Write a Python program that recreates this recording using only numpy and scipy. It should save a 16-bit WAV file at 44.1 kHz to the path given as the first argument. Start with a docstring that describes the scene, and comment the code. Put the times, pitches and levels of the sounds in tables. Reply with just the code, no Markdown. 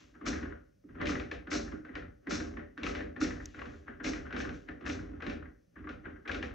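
"""Shut folding closet doors are pushed and pulled by hand, two or three times a second, in a small bare room.
A faint rattle dies away under a light push, then comes a hard shove: the hollow panels knock on each other
and the frame and ring in their modes, the pivot pins rattle in their steel track, and the air in the
closet booms. This repeats unevenly. Midway a sleeve brushes by and a dry tick sounds close up. After five
seconds the pins only click, and the knocking goes on to the end."""
import sys
import numpy as np
from scipy import signal
from scipy.fft import rfft, irfft, next_fast_len
from scipy.io import wavfile
from scipy.ndimage import uniform_filter1d

SR = 44100
rng = np.random.default_rng(int(sys.argv[2]) if len(sys.argv) > 2 else 0)


def file_out(sig):
    """Save sig as 16-bit WAV at sys.argv[1]."""
    # one column per channel
    cols = np.atleast_2d(sig).T
    # limit, then scale
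    lim = np.clip(cols, -1, 1)
    pcm = np.round(lim * 32767).astype(np.int16)
    wavfile.write(sys.argv[1], SR, pcm)


N = 288414

# Spectra of the room's hush, soft hisses, tick, steel track, panel edges and wood: f/Hz, level/dB
HUSH_SPECTRUM = [(15, -28), (25, -6), (70, 1), (184, 2.5), (279, -14), (365, -17.5), (566, -11.5),
                 (688, -23.5), (922, -32), (1820, -25.5), (3700, -30.5), (6020, -24), (8470, -63.5),
                 (11000, -60.5), (18600, -120)]
HISS_SPECTRUM = [(1000, -7), (2500, 1.5), (4800, -4.5), (6100, -1), (7500, -10.5), (9000, -40.5),
                 (15000, -29), (17000, -66.5)]
TICK_SPECTRUM = [(1000, -18), (4500, -11), (6500, 1.5), (7500, -11), (9000, -36), (12000, -26),
                 (15000, -26), (17000, -47)]
STEEL_SPECTRUM = [(1200, -29), (2400, -0.5), (3200, -11), (4000, -1), (4800, -3.5), (5600, 1), (6300, -0.5),
                  (7100, -9), (8000, -17), (8900, -53.5), (12000, -49.5), (15000, -45), (17000, -63)]
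EDGE_SPECTRUM = [(800, -39), (1700, -7), (2300, 5.5), (2700, 1.5), (3200, -4.5), (3800, -4.5),
                 (4400, -10.5), (6000, -18.5), (8000, -60), (9000, -74)]
WOOD_SPECTRUM = [(300, -42.5), (600, -13), (900, -9.5), (1100, 0), (1350, -1), (1600, -0.5), (2000, -2.5),
                 (2450, -9.5), (3000, -12), (3900, -23.5), (5000, -38.5), (8000, -72.5), (10000, -91)]
# Modes of the closet's air, the track, the panels (low, higher) and boards: f/Hz, bandwidth/Hz, level/dB
CLOSET_MODES = [(44, 4.7, -0.5), (55.6, 11, 0), (78.7, 5.2, 3), (108, 55, -11.5)]
TRACK_MODES = [(3530, 43, 4), (4090, 11, 2.5), (5400, 120, -5), (5920, 33, -6), (5800, 56, -15)]
THUD_MODES = [(167.8, 10, -5), (193, 12, -7.5), (229.2, 13.7, -2), (256.3, 20.2, -0.5), (304.2, 21, 0.5),
              (377.3, 21, -8.5), (400.8, 17.2, -6)]
HOLLOW_MODES = [(458.3, 62, -3.5), (493, 16, 3), (510.4, 39, -9.5), (580.5, 12, 0.5), (682.6, 35, -9),
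                (797, 96, -13)]
BOARD_MODES = [(1294, 46, -2), (1435, 27, 2.5), (1597, 96, -4.5), (1777, 32, -0.5), (1934, 44, -1.5),
               (2124, 170, -11), (2560, 63, -12.5)]
# Stereo gains, side over mid and left over right: f/Hz, gain/dB
SIDE_GAIN = [(60, -19), (130, -6.5), (300, -11), (400, 2), (500, 8.5), (750, 7.5), (1000, 1), (1500, -5),
             (3000, -4.5), (4200, -11.5), (7000, -10.5), (10000, 6)]
LEFT_BIAS = [(80, -0.5), (300, -2), (420, -1), (520, 2.5), (900, 2.5), (1300, 4.5), (3300, 4.5),
             (4300, 0.5), (8000, 0)]
# Soft high hisses, a rattle dying away at the start and then two sleeve brushes: t/s, duration/s, level/dB
SOFT_HISSES = [(0.0, 0.013, -67), (3.42, 0.34, -69), (4.54, 0.023, -69)]
# Pushes and pulls that rock the doors: t/s, duration/s, strength/dB, closet air level/dB
SHOVES = [(0.0, 0.25, -60, -63.5), (0.252, 0.27, -35, -42), (0.886, 0.1, -60, -53),
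          (0.998, 0.23, -34, -40.5), (1.306, 0.086, -60.5, -47.5), (1.509, 0.24, -39, -44.5),
          (1.927, 0.15, -48, -47.5), (2.296, 0.32, -35.5, -43.5), (2.823, 0.27, -39, -43),
          (3.202, 0.25, -41.5, -43), (3.566, 0.25, -46, -50), (3.862, 0.24, -52.5, -56),
          (4.042, 0.26, -38, -45), (4.339, 0.2, -37.5, -44), (4.671, 0.043, -51.5, -50),
          (4.844, 0.34, -37, -43), (5.238, 0.22, -43.5, -45.5), (5.77, 0.21, -53, -50),
          (6.038, 0.1, -48.5, -51), (6.286, 0.34, -41, -43.5)]
# Shaking of the pins after hard shoves: t/s, level/dB, duration/s
PIN_RATTLES = [(0.253, -45, 0.033), (1.072, -50.5, 0.034), (1.501, -44.5, 0.061), (2.291, -46.5, 0.074),
               (2.852, -54.5, 0.041), (3.2, -46, 0.035), (4.032, -48, 0.058), (4.368, -57.5, 0.053),
               (4.851, -56.5, 0.086)]
# Contacts of panel on panel or frame: t/s, clack level/dB, clack f/Hz, snap level/dB, thud level/dB
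KNOCKS = [(0.1502, -45.5, 1460, -75, -50), (0.2123, -41.5, 1210, -64.5, -40.5),
          (0.2641, -27.5, 1320, -37.5, -28), (0.3556, -34.5, 1590, -49, -48),
          (0.4567, -40, 1620, -71, -41.5), (0.5228, -37.5, 1470, -76, -59), (0.8398, -66, 1270, -99, -47),
          (0.8915, -54, 1570, -87, -49), (0.9513, -41.5, 1340, -68, -40.5), (1.0131, -28.5, 2000, -42, -34),
          (1.056, -32, 1780, -36, -55.5), (1.0698, -33.5, 1960, -32.5, -31.5), (1.093, -29, 1230, -48, -27),
          (1.1174, -32, 1310, -47, -48), (1.1534, -29, 1920, -47, -39.5), (1.1977, -33, 1490, -43, -43),
          (1.3135, -30.5, 1700, -40, -36.5), (1.4718, -35.5, 1470, -56, -39),
          (1.516, -26.5, 1430, -36.5, -34), (1.5496, -29.5, 1460, -44.5, -30),
          (1.7213, -36, 1460, -59.5, -33), (1.8497, -39.5, 1550, -58, -62.5),
          (1.8896, -41, 1920, -75.5, -42.5), (1.9535, -29.5, 1815, -43.5, -42),
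          (2.2704, -34, 1940, -51.5, -32.5), (2.3081, -28.5, 1460, -39, -29.5),
          (2.4019, -32, 1610, -47.5, -35), (2.5702, -33.5, 1810, -56.5, -38),
          (2.7765, -34.5, 1530, -48.5, -40.5), (2.833, -31.5, 2440, -34, -32),
          (2.8653, -28.5, 1220, -36.5, -39), (2.9501, -29, 2030, -39, -37.5),
          (3.0059, -33.5, 1680, -48, -32.5), (3.1626, -36, 1770, -55, -33.5),
          (3.2132, -28, 1340, -40, -25.5), (3.243, -31.5, 1920, -41, -33.5), (3.3056, -34, 1750, -49, -42),
          (3.4024, -38, 1860, -74, -56), (3.5449, -42.5, 1590, -53, -52), (3.5908, -36, 1840, -50.5, -53),
          (3.616, -31.5, 1116, -50.5, -62), (3.6561, -39, 1720, -51.5, -43),
          (3.8806, -33, 1570, -61, -40.5), (4.0023, -35, 1630, -62, -39.5), (4.0437, -28.5, 2500, -37, -31),
          (4.0636, -29.5, 2290, -45, -31.5), (4.134, -35.5, 1950, -42.5, -59),
          (4.2548, -39.5, 1490, -73, -52), (4.3065, -35, 1550, -55, -47.5),
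          (4.3265, -34.5, 1630, -45.5, -36), (4.364, -32, 1520, -39.5, -34.5),
          (4.402, -31, 1680, -39.5, -43), (4.4503, -32, 1450, -56.5, -34.5),
          (4.4921, -35.5, 1570, -47.5, -39.5), (4.6867, -34, 1760, -53, -37.5),
          (4.8095, -44.5, 1220, -56.5, -41.5), (4.8637, -31, 1510, -39.5, -38),
          (4.8981, -36, 1800, -39.5, -40.5), (5.1325, -49, 1390, -89, -42),
          (5.2037, -36, 1410, -55.5, -44.5), (5.2221, -32, 1620, -45.5, -41.5),
          (5.2658, -33.5, 1770, -40.5, -28), (5.2974, -33.5, 1440, -41, -45.5),
          (5.4239, -41.5, 1530, -71, -73), (5.7616, -41.5, 1700, -78, -44), (5.8424, -42, 1190, -80, -40),
          (5.8722, -34, 1230, -63, -49), (5.891, -34.5, 1440, -47, -41), (6.0545, -33, 1550, -63.5, -39.5),
          (6.1598, -45.5, 1570, -85, -47), (6.2557, -34.5, 1560, -62, -43.5),
          (6.2767, -33, 2550, -39.5, -45.5), (6.2937, -26.5, 1650, -50, -40), (6.315, -36, 1720, -37, -38),
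          (6.345, -32.5, 1520, -39, -34), (6.4266, -29, 1750, -39, -36)]

TICK_S, TICK_DB = 3.457, -39.5
FIRM_SNAP_DB, FIRM_CUTOFF_HZ = -36.5, 9000  # a firm contact's snap level and treble limit
SNAP_DB_PER_OCTAVE = 17.5  # this much less snap halves the treble limit
PIN_DB, PIN_SLOPE = -8.5, 0.28  # pin click against snap; extra dB per dB of snap beyond firm
HOLLOW_DB = -12.5  # hollow ring against clack
HOLLOW_SLOPE, CLICK_SLOPE = 0.3, 0.2  # extra dB of ring and of first click per dB of snap over clack
GRAZE_S, GRAZE_DB, GRAZE_SLOPE = 0.005, -23.5, 0.15  # length; level against clack; dB less per dB of snap
TAP_DB, TAP_SPREAD_DB, TAP_SAG_DB_PER_S = -6, 13, 19.5  # taps against the strength of their shove
TAP_HZ, TAP_SNAP_DB, TAP_THUD_DB = 1600, -21, -5.5  # central pitch; snap and thud against clack
LOW_CUT_HZ, TOP_HZ = 30, 15700


def amp(db):
    """Amplitude ratio: a factor of ten for every 20 dB."""
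    return 10 ** (np.asarray(db) / 20)


def unit(x):
    """Normalisation to an rms of 1."""
    return x / np.sqrt(np.mean(np.abs(x) ** 2) + 1e-20)


def grid():
    """Fourier frequencies of the scene, padded to leave room for ringing."""
    return np.fft.rfftfreq(2 * next_fast_len((N + SR) // 2), 1 / SR)


def along(points):
    """Interpolation of (f/Hz, value) points on a logarithmic frequency axis."""
    hz, values = np.transpose(points)
    return np.interp(np.log(grid() + 1), np.log(hz + 1), values)


def filtered(x, response):
    """Convolution: the spectrum is multiplied by a frequency response."""
    return irfft(rfft(x, 2 * len(response) - 2) * response)[..., :N]


def colour(points):
    """Minimum phase: folding the cepstrum gives a causal response with this spectral shape."""
    cepstrum = irfft(np.log(amp(along(points))))
    cepstrum[1:len(cepstrum) // 2] *= 2
    cepstrum[len(cepstrum) // 2 + 1:] = 0
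    return unit(np.exp(rfft(cepstrum)))


def resonance(hz, width):
    """Response of a damped oscillator, 1 at its natural frequency."""
    f = grid()
    return 1j * f * width / (hz * hz - f * f + 1j * f * width)


def body(modes):
    """Modal superposition with alternating signs, falling steeply outside the range of the modes."""
    f = grid()
    ring = sum((-1) ** k * amp(db) * resonance(hz, width) for k, (hz, width, db) in enumerate(modes))
    lowpass = 1 / (1 + 1j * f / (2 * modes[-1][0])) ** 3
    highpass = (f / (f - 1j * modes[0][0])) ** 2
    return unit(ring * lowpass * highpass)


def material(spectrum, modes):
    """Narrow resonances stand out of a broadband response."""
    peaks = sum(amp(db) * resonance(hz, width) for hz, width, db in modes)
    return unit(colour(spectrum) * (1 + peaks))


def add(track, s, sound):
    """Superposition of a sound on a track at s seconds."""
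    start = max(round(s * SR), 0)
    track[..., start:start + sound.shape[-1]] += sound[..., :N - start]


def grains(rate, spread_db):
    """Shot noise: mid and side streams of tiny uneven contacts, `rate` a second on average."""
    hit = rng.random((2, N)) < rate / SR
    return unit(hit * rng.choice([-1, 1], (2, N)) * amp(spread_db * rng.standard_normal((2, N))))


def sway(strokes, slack_db, slack_s, attack_s, jolt_db, jolt_s, sag_db_per_s, release_db_per_s):
    """Envelope of strokes that add in power: slack is taken up, then a jolt, a sagging hold and a fade."""
    power, t = np.zeros(N), np.arange(3 * SR // 2) / SR
    onset = 1 - np.exp(-t / attack_s)
    for s, length, db, *_ in strokes:
        held_db = db + jolt_db * np.exp(-t / jolt_s) - sag_db_per_s * t
        release_db = release_db_per_s * np.maximum(t - length, 0)
        slack = amp(db + slack_db)
        add(power, s, (amp(held_db - release_db) * onset + slack * (1 - onset)) ** 2)
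        before = t[t < s][::-1]
        add(power, s - len(before) / SR, (slack * np.exp(-before / slack_s)) ** 2)
    return np.sqrt(power)


def blow(click_db, bounce_db, bounce_s, room_db, t60, build_s):
    """Impact in mid and side: an impulse and bounces from ahead, then diffuse reverberation."""
    t = np.arange(SR) / SR
    bounces = amp(bounce_db) * np.exp(-t / bounce_s) * [[1], [.65]]
    reverberation = amp(room_db - 60 * t / t60) * (1 - np.exp(-t / build_s))
    force = rng.standard_normal((2, SR)) * np.hypot(bounces, reverberation)
    force[0, 0] += amp(click_db)
    return force


def cushioned(force, snap_db):
    """Contact time limits bandwidth: a gentle contact lasts longer and has less treble."""
    octaves = (snap_db - FIRM_SNAP_DB) / SNAP_DB_PER_OCTAVE
    cutoff_hz = np.clip(FIRM_CUTOFF_HZ * 2 ** octaves, 2800, SR / 3)
    return signal.lfilter(*signal.butter(2, cutoff_hz, fs=SR), force)


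def pitched(force, hz, q, broad):
    """Local resonance: the struck spot favours one pitch over the broadband rest."""
    b, a = signal.iirpeak(hz, q, fs=SR)
    return signal.lfilter(b, a, force) + broad * force


def room_hush():
    """Stationary noise, strongest in the bass, over a faint white floor."""
    return filtered(rng.standard_normal((2, N)), amp(-72) * colour(HUSH_SPECTRUM) + amp(-92))


def hisses_and_tick():
    """Dense tiny contacts merge into hiss (a dying rattle, then a sleeve); a damped noise burst ticks."""
    envelope = sway(SOFT_HISSES, slack_db=1, slack_s=0.03, attack_s=0.012,
                    jolt_db=4, jolt_s=0.05, sag_db_per_s=6.5, release_db_per_s=95.5)
    hiss = envelope * grains(rate=4700, spread_db=-3)
    tick, t = np.zeros((2, N)), np.arange(SR // 50) / SR
    add(tick[0], TICK_S, amp(TICK_DB) * np.exp(-t / 0.0019) * rng.standard_normal(len(t)))
    return filtered(hiss, colour(HISS_SPECTRUM)) + filtered(tick, colour(TICK_SPECTRUM))


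def closet_boom():
    """Cavity resonance: the swaying doors pump the air behind them, which booms in its low modes."""
    strokes = [(s, length, air_db) for s, length, _, air_db in SHOVES]
    pumping = sway(strokes, slack_db=-14, slack_s=0.013, attack_s=0.028,
                   jolt_db=1, jolt_s=0.098, sag_db_per_s=18, release_db_per_s=113)
    boom = filtered(rng.standard_normal((2, N)), body(CLOSET_MODES))
    running_rms = np.sqrt(uniform_filter1d(boom[0] ** 2, size=SR // 14).clip(1e-6))
    return pumping * boom / running_rms


def pivot_pins(contacts):
    """Impacts excite the steel track's modes: pins click at each contact and rattle after hard shoves."""
    shaking, echo, t = np.zeros(N), np.zeros(N), np.arange(SR) / SR
    for s, db, length in PIN_RATTLES:
        after = np.maximum(t - length, 0)
        add(shaking, s, amp(db - 60 * after / 0.13) * (1 - np.exp(-t / 0.0077)) ** 2)
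        add(echo, s, amp(db + 1 - 60 * after / 0.38) * (1 - np.exp(-t / 0.017)))  # room fills and empties
    force = shaking * grains(rate=700, spread_db=-4.5) + echo * rng.standard_normal((2, N))
    for s, _, _, snap_db, _ in contacts:
        pin_db = snap_db + PIN_DB + PIN_SLOPE * (snap_db - FIRM_SNAP_DB)
        click = blow(click_db=7.5, bounce_db=-8, bounce_s=0.0057, room_db=-5, t60=0.21, build_s=0.027)
        add(force, s, amp(pin_db) * click)
    return filtered(force, material(STEEL_SPECTRUM, TRACK_MODES))


def loose_taps(count):
    """Play in the panels allows `count` chance contacts per shove, given as rows like KNOCKS."""
    rows = []
    for s, length, strength_db, _ in SHOVES:
        for k, (when, loud, high) in enumerate(rng.uniform(-1, 1, (count, 3))):
            after = length * (k + (1 + when) / 2) / count
            db = strength_db + TAP_DB - TAP_SAG_DB_PER_S * after + TAP_SPREAD_DB * loud
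            rows.append((s + after, db, TAP_HZ * 2 ** (0.3 * high), db + TAP_SNAP_DB, db + TAP_THUD_DB))
    return [row for row in rows if row[0] < (N - 1) / SR]


def edge_snaps(contacts):
    """A brief impact has a wide spectrum: hard edges meet with a bright snap."""
    force = np.zeros((2, N))
    for s, _, _, snap_db, _ in contacts:
        snap = blow(click_db=13.5, bounce_db=-2.5, bounce_s=0.0078, room_db=-7, t60=0.28, build_s=0.014)
        add(force, s, amp(snap_db) * cushioned(snap, snap_db))
    return filtered(force, colour(EDGE_SPECTRUM))


def hollow_panels(contacts):
    """Modal vibration: panels thud in their low modes, knock in higher ones and shudder as they rock."""
    rocking = sway(SHOVES, slack_db=-0.5, slack_s=0.026, attack_s=0.018,
                   jolt_db=8, jolt_s=0.058, sag_db_per_s=28, release_db_per_s=151)
    shudder = amp(-6.5) * rocking * grains(rate=750, spread_db=-1)
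    thuds, knocks = np.zeros((2, 2, N))
    for s, clack_db, _, snap_db, thud_db in contacts:
        hollow_db = clack_db + HOLLOW_DB + HOLLOW_SLOPE * (snap_db - clack_db)
        thud = blow(click_db=22, bounce_db=-6, bounce_s=0.018, room_db=-8.5, t60=0.56, build_s=0.006)
        knock = blow(click_db=22, bounce_db=-6.5, bounce_s=0.04, room_db=-6, t60=0.43, build_s=0.0099)
        add(thuds, s, amp(thud_db) * thud)
        add(knocks, s, amp(hollow_db) * knock)
    inertia = 1 / (1 + (1j * grid() / 620) ** 2 + 1j * grid() / 480)  # a heavy panel starts gently
    low_ring = filtered(thuds + shudder, amp(-1) * inertia * body(THUD_MODES))
    hollow_ring = filtered(knocks + amp(-15.5) * shudder, body(HOLLOW_MODES))
    return low_ring + hollow_ring


def wood_clacks(contacts):
    """Impact and friction drive the boards' modes: each contact grazes, then clacks, and the hinges rub."""
    rubbing = sway(SHOVES, slack_db=-5.5, slack_s=0.023, attack_s=0.014,
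                   jolt_db=11, jolt_s=0.059, sag_db_per_s=48.5, release_db_per_s=151)
    force = amp(-15.5) * rubbing * grains(rate=750, spread_db=0)
    for s, clack_db, hz, snap_db, _ in contacts:
        graze = rng.standard_normal((2, SR // 20))[:, :round(GRAZE_S * SR)]
        graze_db = clack_db + GRAZE_DB - GRAZE_SLOPE * (snap_db - FIRM_SNAP_DB)
        add(force, s - GRAZE_S, amp(graze_db) * pitched(graze, hz, q=3.6, broad=0.16))
        click_db = 8 + CLICK_SLOPE * (snap_db - clack_db)
        clack = blow(click_db, bounce_db=-7, bounce_s=0.0078, room_db=-15.5, t60=0.37, build_s=0.0032)
        add(force, s, amp(clack_db) * pitched(cushioned(clack, snap_db), hz, q=7.1, broad=0.55))
    return filtered(force, material(WOOD_SPECTRUM, BOARD_MODES))


def scene():
    """Superposition of all sources in mid and side, whose sum and difference give left and right."""
    hush = room_hush()
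    contacts = KNOCKS + loose_taps(count=3)
    doors = wood_clacks(contacts) + hollow_panels(contacts) + edge_snaps(contacts) + pivot_pins(contacts)
    mid, side = doors + closet_boom() + hisses_and_tick() + hush
    side = filtered(side, amp(along(SIDE_GAIN)))
    lean = amp(along(LEFT_BIAS) / 2)
    return np.array([filtered(mid + side, lean), filtered(mid - side, 1 / lean)])


def record(dry):
    """Band limiting: a second-order high-pass thins the deepest bass, and nothing passes above TOP_HZ."""
    f = grid()
    return filtered(dry, (f < TOP_HZ) * f ** 2 / np.hypot(f ** 2, LOW_CUT_HZ ** 2))


dry = scene()
out = record(dry)
file_out(out)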